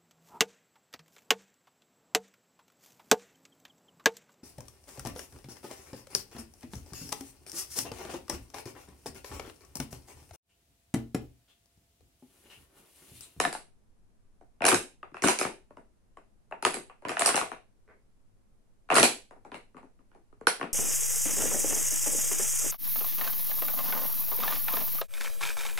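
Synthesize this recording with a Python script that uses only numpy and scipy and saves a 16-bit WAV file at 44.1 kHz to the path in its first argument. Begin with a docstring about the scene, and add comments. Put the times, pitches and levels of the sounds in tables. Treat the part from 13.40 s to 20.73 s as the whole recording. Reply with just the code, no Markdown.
"""A thin plastic bottle is crushed and let go twice by hand, a metre or so from a stereo microphone in a small living room.
Each dent that buckles or springs back sends a bending wave through the wall: a sharp tick, then a short falling pop.
Small creases crackle while the wall moves; fingers tap it softly as they change grip, and one fingertip slips.
The regaining of shape adds two deep pushes of air. The room answers every snap, over faint rumble and hiss."""
import sys
import numpy as np
from scipy import signal
from scipy.fft import rfft, irfft, next_fast_len
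from scipy.io import wavfile
from scipy.ndimage import map_coordinates

SR = 44100
rng = np.random.default_rng(int(sys.argv[2]) if len(sys.argv) > 2 else 0)


def waveform_to_disk(signal):
    """Save audio, clipped to [-1, 1], as 16-bit WAV at the path in sys.argv[1]."""
    frames = np.transpose(np.atleast_2d(signal))
    scaled = np.clip(frames, -1, 1) * 32767
    samples = np.round(scaled).astype(np.int16)
    wavfile.write(sys.argv[1], SR, samples)


N = 323253
TOP_HZ = 16150  # band limit
SPAN = 24576  # samples in which one snap dies away
HZ, T = np.fft.rfftfreq(SPAN, 1 / SR), np.arange(SPAN) / SR


def amp(db):
    """Decibels to gain."""
    return 10 ** (np.asarray(db) / 20)


def along(points, hz):
    """(Hz, value) points read on a log frequency axis."""
    f, v = np.transpose(points)
    return np.interp(np.log(hz + 1), np.log(f + 1), v)


def unit_energy(x):
    """Each channel scaled to energy 1."""
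    return x / np.linalg.norm(x, axis=-1, keepdims=True)


def causal(db):
    """Minimum-phase response with the given gain on the HZ grid, by folding the cepstrum."""
    cepstrum = irfft(np.log(amp(db)))
    cepstrum[1:SPAN // 2] *= 2
    cepstrum[SPAN // 2 + 1:] = 0
    return np.exp(rfft(cepstrum))


def peak(hz, width_hz):
    """Bell of height 1 on the HZ grid."""
    return 1 / (1 + (2 * (HZ - hz) / width_hz) ** 2)


def paired(z, likeness):
    """Two unrelated spectra blended into left and right."""
    turn = np.arccos(np.clip(likeness, -1, 1)) / 2
    mid = z[0] * np.cos(turn)
    side = z[1] * np.sin(turn)
    return np.array([mid + side, mid - side])


# rumble and hiss spectrum: [f/Hz, density/dB per Hz, relative]
QUIET_HZ_DB = [(20, -3), (38, -14.5), (60, -13.5), (81, -23.5), (104, -13.5), (138, -24.5), (210, -19.5),
               (300, -28), (400, -29), (570, -32.5), (3300, -49), (10500, -48.5), (12000, -54),
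               (16000, -71.5)]
# left-right likeness of the rumble and hiss: [f/Hz, likeness]
QUIET_LIKENESS = [(30, 0.19), (120, 0.0075), (400, 0.19), (1500, 0), (8000, 0.033)]


def still_room(level_db):
    """Low rumble of the house and microphone hiss, as shaped noise."""
    size = next_fast_len(N + SPAN)
    hz = np.fft.rfftfreq(size, 1 / SR)
    z = paired(rfft(rng.standard_normal((2, size))), along(QUIET_LIKENESS, hz))
    noise = irfft(z * amp(along(QUIET_HZ_DB, hz)), size)[:, :N]
    return amp(level_db) * noise / noise.std()


# decay of the room: [f/Hz, t60/s]
ROOM_T60_S = [(100, 0.12), (400, 0.3), (1200, 0.22), (3000, .3), (8000, 0.27), (14000, 0.25)]
# left-right likeness of scattered sound, also read by buckle(): [f/Hz, likeness]
LIKENESS = [(100, 1), (300, 1), (700, 0.057), (1500, .2), (4000, 0.036), (9000, -.1)]


def room_tail(rise_s, early, early_s):
    """Stereo room response: a rise, the first walls in a cluster, then an even decay."""
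    hz, t, z = signal.stft(rng.standard_normal((2, SPAN)), SR, nperseg=256)
    decay = amp(-60 * t / along(ROOM_T60_S, hz)[:, None])
    tail = signal.istft(z * decay, SR, nperseg=256)[1][:, :SPAN]
    cluster = 1 + early * np.exp(-((T - rise_s) / early_s) ** 2)
    swell = np.clip(T / rise_s, 0, 1) ** 2 * cluster
    return paired(rfft(unit_energy(tail * swell)), along(LIKENESS, HZ))


# the whole crushed waist springs out: [t/s, level/dB before attack and decay, f/Hz]
SPRINGS_S_DB_HZ = [(1.325, -29.5, 102.5), (5.585, -36.5, 77.1)]


def spring_out(attack_s, t60_s):
    """One deep, short push of air, a decaying sine, each time the bottle regains its shape."""
    out = np.zeros(N + SPAN)
    for s, db, hz in SPRINGS_S_DB_HZ:
        envelope = amp(db - 60 * T / t60_s) * (1 - np.exp(-T / attack_s))
        out[round(s * SR):][:SPAN] += envelope * np.sin(2 * np.pi * hz * T)
    return out[:N]


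# soft skin dulls the slip: [f/Hz, level/dB, relative]
SLIP_TONE_HZ_DB = [(100, -19.5), (220, -3), (450, 7), (800, -5), (2200, -2), (2800, -20.5), (5000, -34.5),
                   (12000, -47), (16000, -53)]
SLIP_S, SLIP_ATTACK_S, SLIP_HOLD_S = 4.474, 0.0051, 0.035  # hold counts from the start
SLIP_FALL_DB_PER_S, SLIP_DB = 520, -61


def finger_slip(slips_per_s, room_db):
    """Skin sticks and slips on the squeezed wall in a quick run of tiny random tugs."""
    chance = slips_per_s / SR
    tugs = (rng.random(SPAN) < chance) * rng.standard_normal(SPAN) / np.sqrt(chance)
    fall_db = SLIP_FALL_DB_PER_S * np.maximum(T - SLIP_HOLD_S, 0)
    tugs *= np.clip(T / SLIP_ATTACK_S, 0, 1) * amp(SLIP_DB - fall_db)
    tone = causal(along(SLIP_TONE_HZ_DB, HZ))
    tone /= np.sqrt(np.mean(abs(tone) ** 2))
    direct_and_room = 1 + amp(room_db) * room_tail(rise_s=0.011, early=0.42, early_s=.004)
    sound = irfft(rfft(tugs) * tone * direct_and_room)
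    return np.pad(sound, ((0, 0), (round(SLIP_S * SR), N)))[:, :N]


# a wide dent adds only long waves: [f/Hz, share of bulge]
BULGE_SHARE = [(260, 1), (750, 0.08)]
# a slow flip loses the short waves: [f/Hz, share of crispness]
CRISP_SHARE = [(900, 0.042), (2700, 0.22), (4200, 0.65), (7000, 1)]


def flip(strength_db, bulge_db, crisp_db):
    """Spectrum in dB of a dent turning over, from its strength, width and speed."""
    return strength_db + bulge_db * along(BULGE_SHARE, HZ) + crisp_db * along(CRISP_SHARE, HZ)


# fingers changing grip: [t/s, strength/dB, bulge/dB, crease f/Hz]
TAPS_S_DB_HZ = [(1.01, -20, 5, 756), (1.716, -32.5, 26, 1360), (2.306, -21, 5.5, 1090),
                (2.3692, -12, 6.5, 952), (2.77, -13, -2, 1100), (3.1108, -9.5, -4.5, 900),
                (3.621, -13.5, -3, 960), (5.488, -7.5, -9.5, 1490), (5.9084, -9, -7.5, 903),
                (5.961, -21.5, 6, 827), (6.0486, -9, 2, 830), (6.3444, -21.5, 16.5, 1160),
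                (6.3668, -8.5, -4.5, 1186), (6.429, -17.5, 8, 869), (6.59, -29.5, 11.5, 1140),
                (6.715, -28, 0, 1480), (6.7474, -17, 4, 830), (6.926, -28.5, 9.5, 1230),
                (7.0108, -15, 7, 1070), (7.196, -7, -1, 1040)]
# a soft fingertip's pop: [f/Hz at the usual crease pitch, level/dB]
TAP_TONE_HZ_DB = [(260, 1), (700, -0.5), (1000, -1.5), (1450, -6), (2400, -12.5), (3600, -24.5),
                  (12000, -29)]


def finger_taps(usual_hz):
    """Dull pops of the wall under the fingertips; their tone moves with the pitch of the crease."""
    rows = []
    for s, db, bulge_db, ring_hz in TAPS_S_DB_HZ:
        tone_db = along(TAP_TONE_HZ_DB, HZ * usual_hz / ring_hz)
        rows.append((s, flip(db, bulge_db, 0) + tone_db, ring_hz))
    return rows


# wall on the move, small creases giving way: [start t/s, end t/s, mid strength/dB]
CRACKLES_S_DB = [(1.246, 1.339, -0.5), (1.851, 1.903, 1.5), (1.951, 2.052, 0), (3.282, 3.36, -14),
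                 (3.933, 3.999, -6), (5.529, 5.61, 12)]


def creases(count, scatter_db, bulge_db, crisp_db, crisp_scatter_db, ring_hz, ring_octaves):
    """While the wall moves, small creases snap at uneven moments, each with its own strength, edge and pitch."""
    rows = []
    for start, end, db in CRACKLES_S_DB:
        times = start + (end - start) * (np.arange(count) + rng.random(count)) / count
        for s, (loud, edge, pitch) in zip(times, 2 * rng.random((count, 3)) - 1):
            spectrum_db = flip(db + scatter_db * loud, bulge_db, crisp_db + crisp_scatter_db * edge)
            rows.append((s, spectrum_db, ring_hz * 2 ** (ring_octaves * pitch)))
    return rows


# loud dents: [t/s, strength/dB, bulge/dB (wide dent thumps), crispness/dB (fast flip ticks), crease f/Hz]
SNAPS_S_DB_HZ = [(0.0005, 8, 4, -7, 1090), (0.037, 6, -19, -19, 1018), (0.05, 6.5, 4, -12, 1730),
                 (0.1273, -4, -11, -2.5, 1650), (0.149, -3.5, -3, -20, 870), (1.2054, -1, 12.5, -48, 880),
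                 (1.2193, 9.5, -2, -28, 2502), (1.2405, 9, 3.5, -21, 2395), (1.2516, 13.5, -4, -7, 800),
                 (1.2647, 6.5, -6.5, 1, 1110), (1.2815, 7.5, -8.5, 0, 2470), (1.2866, 10, 1.5, -2, 2353),
                 (1.315, 14, 5, -27.5, 1230), (1.326, 4, 14.5, -8, 810), (1.3435, 7, -7.5, -1, 1590),
                 (1.6287, -4.5, -11.5, -41.5, 1240), (1.7431, -6, -5.5, -29, 1590),
                 (1.7675, -5, -18, -25.5, 2620), (1.821, 0.5, 6, -4.5, 2240), (1.8375, 9, 15, -6.5, 1500),
                 (1.842, 7.5, 8, -6, 1490), (1.8735, 9.5, -11, -3, 2260), (1.883, 15, -5, -7.5, 1016),
                 (1.9879, -4, 1.5, 7, 2280), (2.0116, 8.5, -4, -10.5, 2280), (2.05, 5.5, 6.5, -25, 870),
                 (3.1226, 1.5, -4.5, -55.5, 880), (3.2248, -2.5, 1.5, -8.5, 890),
                 (3.2498, 15, -5, -12.5, 1252), (3.265, 0.5, 10, -12.5, 1700),
                 (3.3414, -3.5, 7.5, -1.5, 2280), (3.3672, -5, 8.5, -37, 2170),
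                 (3.4961, -6.5, -22, -46.5, 1174), (3.65, 1.5, 5.5, -30, 975), (3.684, -1, 2.5, -11, 1270),
                 (3.6924, 5.5, 2, -17.5, 1230), (3.7158, 1, -10, -18, 1550), (3.7681, 10, -22.5, -25, 1710),
                 (3.794, -0.5, 0.5, 5, 2650), (3.809, 6.5, -9, -21, 1270), (3.819, 9.5, -5, -10.5, 1220),
                 (3.8501, 2, -3, -5, 1570), (3.8595, 5.5, -4, 7.5, 1260), (3.875, 12, -10, -34, 1090),
                 (3.8896, 10, -3.5, -10, 1077), (3.943, 12, -2.5, -27.5, 865), (3.9568, -4, -6, 6, 845),
                 (3.964, 8, -15, -8, 835), (3.9753, 6.5, -7, -17, 784), (4.012, 8, -4, -29.5, 1100),
                 (4.1158, -0.5, -2.5, -25.5, 1090), (5.5014, 15, -5.5, -27.5, 2560),
                 (5.5134, 11.5, -7, -25.5, 1170), (5.5218, 13.5, 2.5, -22, 1060),
                 (5.5426, -0.5, -8.5, 4, 1410), (5.5559, 4, -4.5, 3, 1450), (5.563, 17, 0, -7.5, 1440),
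                 (5.569, 13.5, -1.5, -10.5, 1340), (5.581, 11.5, 7, -8, 1060), (5.5976, 8, 7.5, -3, 1530),
                 (5.629, 18, 0, -1.5, 2390), (6.117, -6, 8, -29.5, 969), (6.1427, -3.5, 1, -19, 2170),
                 (7.0694, 14.5, -9, -6.5, 1450), (7.2115, 4, -1, -30, 1130), (7.2278, 1.5, 9, -28, 1330)]


def dents():
    """The loud snaps as (s, spectrum dB, pitch of the crease Hz)."""
    return [(s, flip(db, bulge_db, crisp_db), ring_hz) for s, db, bulge_db, crisp_db, ring_hz in SNAPS_S_DB_HZ]


def buckle(scatter, scatter_s, lap_s, lap_gain):
    """A dent flips: one sharp step, scattered by ribs and creases, that comes round the bottle once more."""
    ribs = unit_energy(rng.standard_normal((2, SPAN)) * np.exp(-T / scatter_s))
    ribs = paired(rfft(ribs), along(LIKENESS, HZ / 2))
    share = np.clip(scatter * (HZ / 4000 + .01) ** 0.083, 0, .95)  # short waves scatter most
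    lap_cycles = HZ * lap_s * rng.uniform(.6, 1.4) + rng.random()  # random delay and phase
    lap = lap_gain * np.exp(-HZ / 2500 - 2j * np.pi * lap_cycles)
    return (np.sqrt(1 - share) + np.sqrt(share) * ribs + lap) / np.sqrt(1 + abs(lap) ** 2)


def bending(travel_s):
    """Bending waves speed up with the root of frequency, so the treble arrives first."""
    # delay/s = travel_s * (sqrt(1000 / f) - sqrt(1000 / TOP_HZ)): counted from the arrival at TOP_HZ
    cycles = travel_s * (2 * np.sqrt(1000 * HZ) - HZ * np.sqrt(1000 / TOP_HZ))
    return np.exp(-2j * np.pi * cycles)


def dent_modes(hollow_hz, ring_hz, hollow_db, ring_db, sharpness, crowd_db, spacing_hz):
    """A dent's own resonances in dB: the panel round it, the stiff crease, and a crowd of higher modes."""
    def mode(hz):
        """A mode draws energy from its neighbourhood: a peak in a wide dip."""
        return peak(hz, hz / sharpness) - 0.24 * peak(hz, hz)

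    crowd = np.tanh(map_coordinates(rng.standard_normal(256), [HZ / spacing_hz], mode="mirror"))
    crowd *= np.clip(HZ / 6000, 0, 1)
    return hollow_db * mode(hollow_hz) + ring_db * mode(ring_hz) + crowd_db * crowd


# how well the wall radiates: [f/Hz, level/dB]
WALL_HZ_DB = [(30, -22), (60, -19.5), (90, -6.5), (124, -15.5), (155, -3.5), (195, -4.5), (250, 4),
              (1500, 2), (3100, -6), (5000, -4.5), (7000, -2.5), (10300, 3), (12000, -15.5), (15000, -29),
              (16200, -40)]
# resonances of the bottle: [f/Hz, width/Hz, level/dB]
BODY_HZ_HZ_DB = [(144, 17, 6.5), (750, 70, 2.5), (1530, 120, 0), (2700, 730, 3.5), (4150, 740, 2.5),
                 (8430, 500, 2.5)]
# channel balance: [f/Hz, left minus right/dB]
LEAN_HZ_DB = [(60, 1.5), (150, 6), (300, 6), (600, 2.5), (1100, 3), (2200, -1), (8000, -3), (13000, -1)]
# sound aimed straight at the microphone: [f/Hz, level/dB]
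BEAM_HZ_DB = [(150, -1.5), (700, 2.5), (1400, 3), (2700, 2.5), (6000, -1), (11000, -4.5)]
# panel under the fingers, high while pressed taut, low as it springs out: [t/s, f/Hz]
PANEL_S_HZ = [(0, 715), (1.265, 680), (1.29, 350), (2.05, 380), (2.35, 640), (3.12, 630), (3.22, 390),
              (3.37, 390), (3.77, 690), (5.52, 685), (5.545, 440), (5.57, 440), (5.63, 235), (6.6, 270),
              (7.07, 470), (7.22, 235)]
# the hands turn the bottle, dents face the microphone more or less squarely: [t/s, short-wave level/dB]
FACING_S_DB = [(0, 0.5), (1.22, 0), (1.33, 2.5), (1.63, 3.5), (1.82, -2.5), (2.05, 1.5), (3.25, 2),
               (3.65, -0.5), (3.82, 1), (3.97, 1), (5.56, -1.5), (5.6, 0), (5.63, 0), (5.9, 0),
               (6.35, -3.5), (7.07, 2)]


def bottle(snaps, direct_db, room_db, steady_share):
    """Every snap in its own colour, a bending wave heard straight and off the walls."""
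    out = np.zeros((2, N + SPAN))
    body_db = along(WALL_HZ_DB, HZ) + sum(db * peak(hz, width_hz) for hz, width_hz, db in BODY_HZ_HZ_DB)
    balance = amp(np.array([[.5], [-.5]]) * along(LEAN_HZ_DB, HZ))
    path = bending(travel_s=0.0031) * balance
    straight = amp(direct_db + along(BEAM_HZ_DB, HZ))
    beaming = HZ ** 2 / (HZ ** 2 + 220 ** 2)  # long waves spread evenly whichever way the dent faces
    fade = np.clip(2 - 2 * T / T[-1], 0, 1)
    usual, *tails = [room_tail(rise_s=0.0088, early=0.11, early_s=0.012) for _ in range(24)]
    share = np.clip(steady_share, 0, 1)
    for s, flip_db, ring_hz in snaps:
        hollow_hz = np.interp(s, *np.transpose(PANEL_S_HZ))
        modes_db = dent_modes(hollow_hz, ring_hz, hollow_db=6.5, ring_db=7, sharpness=7.1,
                              crowd_db=7.0, spacing_hz=257.9)
        colour = causal(body_db + modes_db + flip_db)
        step = buckle(scatter=.78, scatter_s=.0018, lap_s=.003, lap_gain=.6)
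        facing = amp(np.interp(s, *np.transpose(FACING_S_DB)) * beaming)
        direct = step * straight * facing * causal(0.5 * modes_db)  # the modes stand out most close up
        # each dent faces another way, so only part of the room's answer repeats
        echo = np.sqrt(share) * usual + np.sqrt(1 - share) * tails[rng.integers(len(tails))]
        sound = fade * irfft(colour * path * (direct + amp(room_db) * echo))
        out[:, max(round(s * SR), 0):][:, :SPAN] += sound
    return out[:, :N]


def scene():
    """The bottle and the hand in the quiet room."""
    taps = finger_taps(usual_hz=970)
    crackle = creases(count=2, scatter_db=4, bulge_db=-3.5, crisp_db=-8.5, crisp_scatter_db=7.5,
                      ring_hz=1650, ring_octaves=0.97)
    plastic = bottle(dents() + taps + crackle, direct_db=-2.76, room_db=-0.99, steady_share=0.56)
    push = spring_out(attack_s=0.012, t60_s=0.18)
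    slip = finger_slip(slips_per_s=1400, room_db=4.5)
    return plastic + push + slip + still_room(level_db=-61.5)


def record(dry):
    """The recorder's band limit: a 500 Hz wide slope centred on TOP_HZ, nothing above it."""
    size = next_fast_len(N + SPAN)
    passed = np.clip((TOP_HZ - np.fft.rfftfreq(size, 1 / SR)) / 500 + .5, 0, 1)
    return irfft(rfft(dry, size) * passed, size)[:, :N]


dry = scene()
out = record(dry)
waveform_to_disk(out)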